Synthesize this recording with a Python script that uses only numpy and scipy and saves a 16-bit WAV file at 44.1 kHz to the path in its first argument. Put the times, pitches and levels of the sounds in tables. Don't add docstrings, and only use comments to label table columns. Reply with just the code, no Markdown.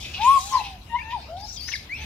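import sys
import numpy as np
from scipy import signal
from scipy.fft import rfft, irfft, next_fast_len
from scipy.io import wavfile
from scipy.ndimage import uniform_filter1d

SR = 44100
rng = np.random.default_rng(int(sys.argv[2]) if len(sys.argv) > 2 else 0)


def bounce(signal):
    frames = np.transpose(np.atleast_2d(signal))
    limited = np.clip(frames, -1, 1)
    pcm = np.round(limited * 32767).astype(np.int16)
    wavfile.write(sys.argv[1], SR, pcm)


def rack_gain(trim_db):
    fader = np.asarray(trim_db, float)
    return 10 ** (fader / 20)


N = 90404


def evened(x):
    return x / np.sqrt(np.mean(x ** 2) + 1e-20)


def read(points, hz):
    f, value = np.transpose(points)
    return np.interp(np.log(hz + 1), np.log(f + 1), value)


def wobble(n, s):
    size = max(round(s * SR), 1)
    smooth = uniform_filter1d(rng.standard_normal(n), size)
    return evened(uniform_filter1d(smooth, size))


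def curve(rows):
    rows = np.transpose(rows)
    t = np.arange(rows[0, 0], rows[0, -1], 1 / SR)
    edge = np.minimum(np.minimum(t - t[0], t[-1] - t) / 0.003, 1)
    return edge, [np.interp(t, rows[0], c) for c in rows[1:]]


def add(mix, s, sound, side_db, lead_ms):
    n = next_fast_len(len(sound) + 64)
    hz = np.fft.rfftfreq(n, 1 / SR)
    delay = np.exp(-2j * np.pi * hz * abs(lead_ms) / 1000)
    late = irfft(rfft(sound, n) * delay, n)
    for row, part, db in ((0, sound, side_db / 2), (1, late, -side_db / 2)):
        spot = mix[row, round(s * SR):][:len(part)]
        spot += rack_gain(db) * part[:len(spot)]


def tonal(rows, second_db, third_db, waver):
    waver_share, waver_db, waver_s = .06, 8, .003
    fourth_db = -13
    overtones_follow = .1
    onset_db = -46
    closing_db, closing_from, closing_top_hz = -7, 2.5, 1500

    edge, (hz, db) = curve(rows)
    n = len(hz)
    hz, db = uniform_filter1d(hz, size=300), uniform_filter1d(db, size=100)
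    phase = 2 * np.pi * np.cumsum(hz * (1 + waver_share * waver * wobble(n, waver_s))) / SR
    fourth = rack_gain(fourth_db) * np.sin(4 * phase) * (4 * hz < SR / 2)
    overtones = rack_gain(second_db) * np.sin(2 * phase) + rack_gain(third_db) * (np.sin(3 * phase) + fourth)

    fall = -np.gradient(np.log2(hz)) * SR
    closing = closing_db * (hz < closing_top_hz) * np.clip(fall - closing_from, 0, 8)
    follow = np.minimum(overtones_follow * (db - db.max()), db - onset_db)
    overtone_gain = rack_gain(follow + closing + 2.5 * wobble(n, 0.012))
    tone = rack_gain(db) * np.sin(phase) + overtone_gain * overtones
    return np.sqrt(2) * edge * rack_gain(waver_db * waver * wobble(n, waver_s)) * tone


def add_tonal(mix, curves, callers):
    for rows, (second_db, third_db, waver, side_db) in zip(curves, callers):
        add(mix, rows[0][0], tonal(rows, second_db, third_db, waver), side_db, lead_ms=0.06)


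def coos(mix):
    # time in seconds, pitch in hertz, level in dB before the waver.
    coo_curves = [
        [(0.175, 695, -53), (0.203, 826.5, -29), (0.259, 982, -16.5), (0.285, 1064, -11.5),
         (0.331, 1115, -15.5), (0.359, 1108, -17.5), (0.377, 1073, -14.5), (0.389, 1054, -28),
         (0.397, 1075, -40), (0.42, 1116, -62)],
        [(0.335, 687.4, -47.5), (0.561, 878, -42), (0.749, 745, -45), (0.79, 657, -63)],
        [(0.495, 982, -92), (0.505, 1012, -56), (0.525, 1078, -27.5), (0.557, 1028, -13.5),
         (0.567, 1002, -24.5), (0.573, 1036, -14), (0.581, 970, -27.5), (0.593, 902, -30), (0.619, 812, -30.5),
         (0.64, 830, -65)],
        [(.888, 908, -77), (.9, 937, -50.5), (.92, 924, -39), (.945, 937, -21.5), (.962, 1007, -21),
         (.972, 965, -32.5), (.99, 912, -38.5), (1.012, 921, -59)],
        [(1.02, 857, -51), (1.046, 881.5, -48), (1.1, 910, -40), (1.12, 937, -36.5), (1.135, 1008, -29),
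         (1.15, 960, -28), (1.174, 818, -34.5), (1.19, 696, -45), (1.21, 650, -55)],
        [(1.28, 660, -88), (1.288, 619, -42.5), (1.346, 705.3, -34.5), (1.416, 815, -43.5), (1.458, 853, -42.5),
         (1.475, 870, -65)],
        [(1.985, 846, -56.5), (2.029, 874, -51.5), (2.05, 840, -54)],
    ]
    # second and third harmonic in dB at the loudest moment, waver 0-1, left minus right in dB.
    coo_callers = [(-51.5, -44.5, 0.01, 1.5), (-77, -80, 0.05, -5.5), (-57.5, -73, 0.2, 1.5),
                   (-42.5, -44.5, 0.08, 3), (-46, -49, 0.13, 3.5), (-63.5, -71.5, 0.22, 1.5),
                   (-50, -43, 0, 7)]
    add_tonal(mix, coo_curves, coo_callers)


def squeals(mix):
    # time in seconds, pitch in hertz, level in dB before the waver.
    squeal_curves = [
        [(0.228, 5370, -49.5), (0.268, 7150, -40), (0.285, 7340, -47)],
        [(0.505, 6900, -45), (.527, 6280, -45), (.532, 5570, -39.5), (0.577, 4175, -40), (0.612, 3960, -39)],
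        [(0.585, 2346, -53), (0.609, 2724, -35.5), (0.625, 2600, -48)],
        [(0.958, 2006, -46), (.974, 2094, -34), (.982, 2100, -43), (.992, 2213, -34), (1., 2306, -40.5),
         (1.015, 2390, -34.5), (1.04, 2700, -47)],
        [(1.418, 4720, -44), (1.44, 4850, -43), (1.449, 5250, -43), (1.458, 4830, -45)],
        [(1.475, 5214, -50), (1.492, 5596, -40), (1.505, 5600, -42), (1.512, 5350, -41), (1.525, 5860, -50),
         (1.55, 5960, -60.5), (1.564, 5920, -46), (1.577, 4750, -38), (1.592, 4750, -48), (1.597, 4940, -36),
         (1.61, 4970, -38)],
        [(1.56, 4060, -43), (1.575, 3180, -43.5), (1.59, 3240, -47.5), (1.61, 3300, -53)],
        [(1.607, 4440, -36), (1.645, 4780, -40.5), (1.678, 5150, -41), (1.715, 5200, -50)],
        [(1.676, 6150, -39), (1.688, 5820, -39.5), (1.706, 6160, -39.5), (1.722, 5340, -44)],
        [(1.722, 5300, -40), (1.75, 4953, -38), (1.761, 4560, -37), (1.77, 3000, -36)],
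        [(1.734, 2240, -42), (1.738, 2200, -23.5), (1.743, 2120, -23), (1.748, 1856, -45), (1.756, 1730, -28.5),
         (1.765, 1673, -62)],
        [(1.893, 1917, -38), (1.932, 2345, -27.5), (1.98, 2866, -44)],
    ]
    # second and third harmonic in dB at the loudest moment, waver 0-1, left minus right in dB.
    squeal_callers = [(-80, -90, .4, 3), (-75, -90, .35, 3), (-70, -80, .2, 0), (-66, -72, .3, 0),
                      (-70, -76, .22, 3), (-78, -80, .22, 4), (-85, -90, .15, 4), (-62, -62, .15, 4),
                      (-80, -80, .1, 4), (-60, -80, .1, 4), (-49, -70, .2, 0), (-55, -66, .06, -3)]
    add_tonal(mix, squeal_curves, squeal_callers)


def resonate(x, hz, width):
    turn = np.exp(2j * np.pi * np.cumsum(np.minimum(hz, .45 * SR)) / SR)
    r = np.exp(-np.pi * width / SR)
    lowpassed = signal.lfilter([(1 - r) ** 2], [1, -2 * r, r * r], x / turn)
    return 2 * (turn * lowpassed).real


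def harsh(pulse_hz, rough, mouth_hz, throat):
    jitter = .06
    n = len(mouth_hz)
    turns = np.cumsum(pulse_hz * (1 + jitter * rough * wobble(n, 0.00639))) / SR
    harmonics = range(1, int(SR / 2 / np.max(pulse_hz) / 1.15))
    folds = sum(np.cos(2 * np.pi * k * turns) for k in harmonics)
    puffs = (2.6 + np.exp(-(turns % 1) / 2.1)) * rng.standard_normal(n)
    rough = np.clip(rough, 0, 1)
    drive = (1 - rough) * evened(folds) + rough * evened(puffs)
    voice = 0
    for k, (share, width, db) in enumerate(throat):
        voice = voice + (-1) ** k * rack_gain(db) * resonate(drive, share * mouth_hz, width)
    return evened(voice)


def rasps(mix):
    # start in seconds, length in seconds, level in dB before fade and flutter,
    # mouth frequency in hertz, left minus right in dB.
    rasp_calls = [(0., 0.048, -48, 3220, 0), (0.023, 0.11, -37.5, 2500, -1),
                  (0.13, 0.084, -33.5, 2710, -2.5), (0.204, 0.11, -31.5, 2530, -2),
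                  (0.291, .1, -36, 2520, -2.5), (0.523, 0.11, -41, 1910, 0.5),
                  (0.632, 0.064, -34, 2630, -4.5), (0.967, 0.042, -49, 2770, -12),
                  (1.095, 0.068, -38.5, 2500, -7), (1.677, 0.026, -31.5, 1820, 5),
                  (1.712, 0.035, -38.5, 1820, 4.5), (1.711, 0.036, -36, 2720, 7.5),
                  (1.79, 0.013, -35, 2070, 3), (1.96, 0.089, -41, 2310, -2), (2.008, 0.057, -40, 2500, -8)]
    # share of the mouth frequency, pole width in hertz, relative gain in dB.
    rasp_throat = [(1.002, 430, 3), (1.252, 585, -6.5), (1.5, 648, -6.5), (2, 1300, -13.5)]
    rise_s, fade_db = 0.013, -9.5

    for start, length, db, mouth_hz, side_db in rasp_calls:
        t = np.arange(0, length, 1 / SR)
        ramps = np.minimum(np.minimum(t, length - t) / rise_s, 1)
        fade = fade_db * (t / length) ** 2
        shape = ramps * rack_gain(db + fade + 2.1 * wobble(len(t), 0.0041))
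        pulse_hz = 346 * rng.uniform(.9, 1.1)
        voice = harsh(pulse_hz, rough=.5, mouth_hz=mouth_hz + 0 * t, throat=rasp_throat)
        add(mix, start, shape * voice, side_db, lead_ms=0.059)


def screams(mix):
    # time in seconds, level in dB before the flutter,
    # mouth frequency in hertz, roughness 0-1.
    scream_curves = [
        [(0., -39.5, 5200, 0.89), (.2, -54.5, 5120, 0.83), (.25, -42, 7230, 0.45), (.31, -41.5, 9690, 0.3),
         (.36, -42, 8060, 0.45), (.41, -36, 6125, 0.4), (.46, -39, 6590, 0.4), (.51, -39, 6500, 0.5),
         (.56, -42, 5500, 0.88), (.65, -43, 4344, 0.63), (.74, -52, 4155, 0.37)],
        [(1.17, -58, 4200, .3), (1.205, -46, 4180, .08), (1.25, -49, 4400, 0.16), (1.33, -64, 4650, 0)],
        [(1.365, -49.5, 3576, 0.65), (1.39, -50.5, 4610, 0.5), (1.412, -44, 5100, 0.5),
         (1.425, -55.5, 4830, 0.6), (1.465, -43, 5000, 0.45), (1.495, -42, 5600, 0.35),
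         (1.515, -46, 5350, 0.55), (1.53, -42, 6050, 0.38), (1.56, -42, 6000, 0.45), (1.578, -48, 5040, .7),
         (1.7, -42, 5290, 0.63), (1.76, -38.5, 4890, 0.76), (1.86, -58.5, 5050, 0.75)],
    ]
    # (share of mouth frequency, pole width in hertz, gain in dB).
    screamers = [(547, .15, -0.5, [(.6, 1190, 9), (1, 2615, 7), (1.4, 3496, -3), (2.0, 4900, -8)]),
                 (474, 1, -8, [(.85, 900, -2), (1.08, 1370, 3)]), (733.5, 0.99, 0, [(.8, 920, 7.5),
                 (1, 1160, 9), (1.2, 1450, 2.5), (2.4, 4100, -12.5)])]

    for rows, (pulse_hz, follow, side_db, throat) in zip(scream_curves, screamers):
        edge, (db, mouth_hz, rough) = curve(rows)
        flutter_db = 1.3 * wobble(len(db), .003)
        moving_hz = pulse_hz * (mouth_hz / mouth_hz.mean()) ** follow
        voice = harsh(moving_hz, rough, mouth_hz, throat)
        add(mix, rows[0][0], edge * rack_gain(db + flutter_db) * voice, side_db, lead_ms=0.059)


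def troop():
    mix = np.zeros((2, N))
    coos(mix)
    squeals(mix)
    rasps(mix)
    screams(mix)
    return mix


def woods(x):
    # frequency in hertz, time to decay by 60 dB in seconds.
    decay_times = [(500, 0.77), (1100, 0.27), (3000, 0.55), (9000, 0.41)]
    taps = np.zeros((2, SR))
    slots = np.arange(400, SR - 20, 20)
    at = slots + rng.integers(0, 20, (2, len(slots)))
    np.put_along_axis(taps, at, rng.choice([-1., 1.], at.shape), 1)
    hz, t, z = signal.stft(taps, SR, nperseg=256)
    decay = rack_gain(-60 * t / read(decay_times, hz)[:, None])
    tail = signal.istft(z * decay, SR, nperseg=256)[1]
    tail = tail / np.linalg.norm(tail[0])
    return signal.fftconvolve(x.mean(0)[None], tail, axes=1)[:, :N]


def bed():
    # frequency in hertz, relative density in dB per hertz.
    bed_spectrum = [(20, -34), (35, -36), (50, -18), (64, 3), (100, -6.5), (125, -9.5), (240, -16.5),
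                    (400, -23.5), (1000, -25.5), (1400, -30), (2500, -26), (5000, -31.5), (7500, -44),
                    (12000, -47), (15500, -47)]
    likeness = [(60, 1), (180, 0.98), (540, 0.67), (1640, 0.11), (14800, 0.068)]
    # time in seconds, gain in dB far above rustle_from_hz.
    rustle_swells = [(0, 1.5), (.5, 8), (.8, 0), (1.1, 2), (1.5, 1.5), (2.05, 3.5)]
    # time in seconds, swell in units worth 3.5 dB at the lowest, 2.5 dB at the highest pitches.
    rumble_swells = [(0, 2), (.22, 2.5), (.4, 1), (.6, 1.5), (1.951, 1), (2.05, 3.5)]
    rustle_from_hz = 630

    frames, hz = N // 512 + 5, np.fft.rfftfreq(2048, 1 / SR)
    a, b, c, d, patches = rng.standard_normal((frames, 1025, 5)).T
    patches = uniform_filter1d(uniform_filter1d(patches, 24, 0), 5, 1)
    patches = evened(patches)
    t = np.arange(frames) * 512 / SR
    stir = np.interp(t, *np.transpose(rustle_swells))
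    swell = np.interp(t, *np.transpose(rumble_swells))

    same = np.clip(read(likeness, hz), -1, 1)[:, None]
    left = a + 1j * b
    right = same * left + np.sqrt(1 - same ** 2) * (c + 1j * d)
    z = np.array([left, right]) * rack_gain(read(bed_spectrum, hz))[:, None]
    steady = signal.istft(z, nperseg=2048, noverlap=1536)[1]
    scale = rack_gain(-48) / np.sqrt(np.mean(steady ** 2))
    high = (hz ** 2 / (hz ** 2 + rustle_from_hz ** 2))[:, None]
    z *= rack_gain(high * (4.9 * patches + stir) + (3.5 - high) * swell)
    return scale * signal.istft(z, nperseg=2048, noverlap=1536)[1][:, :N]


def scene():
    calls = troop()
    return calls + rack_gain(-10.5) * woods(calls) + bed()


def top_cut(x):
    return signal.sosfilt(signal.butter(12, 15420, fs=SR, output="sos"), x)


def record(dry):
    # frequency in hertz, left minus right in dB.
    port_tilt = [(60, -.5), (200, -1.5), (380, 0), (800, 4), (2400, 4), (5000, 7), (6800, 10), (8000, 22),
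                 (9300, 10), (15000, 9)]
    shade_hz = 2500
    shade_s = 0.0099
    half_turns_per_s = 9

    n = next_fast_len(N + 4096)
    hz = np.fft.rfftfreq(n, 1 / SR)
    tilt, high = read(port_tilt, hz), hz ** 4 / (hz ** 4 + shade_hz ** 4)
    paths = rng.standard_normal((3, 2048)) * np.exp(-np.arange(2048) / (shade_s * SR))
    paths /= np.linalg.norm(paths, axis=1)[:, None]
    half_turns = half_turns_per_s * np.arange(N) / SR + np.arange(3)[:, None] / 3
    share = np.sqrt(2 / 3) * np.cos(np.pi * half_turns)
    scattered = (rfft(dry[1] * share, n) * rfft(paths, n)).sum(0)
    right = np.sqrt(1 - high) * rfft(dry[1], n) + np.sqrt(high) * scattered
    left_db = np.minimum(tilt, 10) / 2
    ports = np.array([rack_gain(left_db) * rfft(dry[0], n), rack_gain(left_db - tilt) * right])
    return top_cut(irfft(ports, n)[:, :N])


dry = scene()
out = record(dry)
bounce(out)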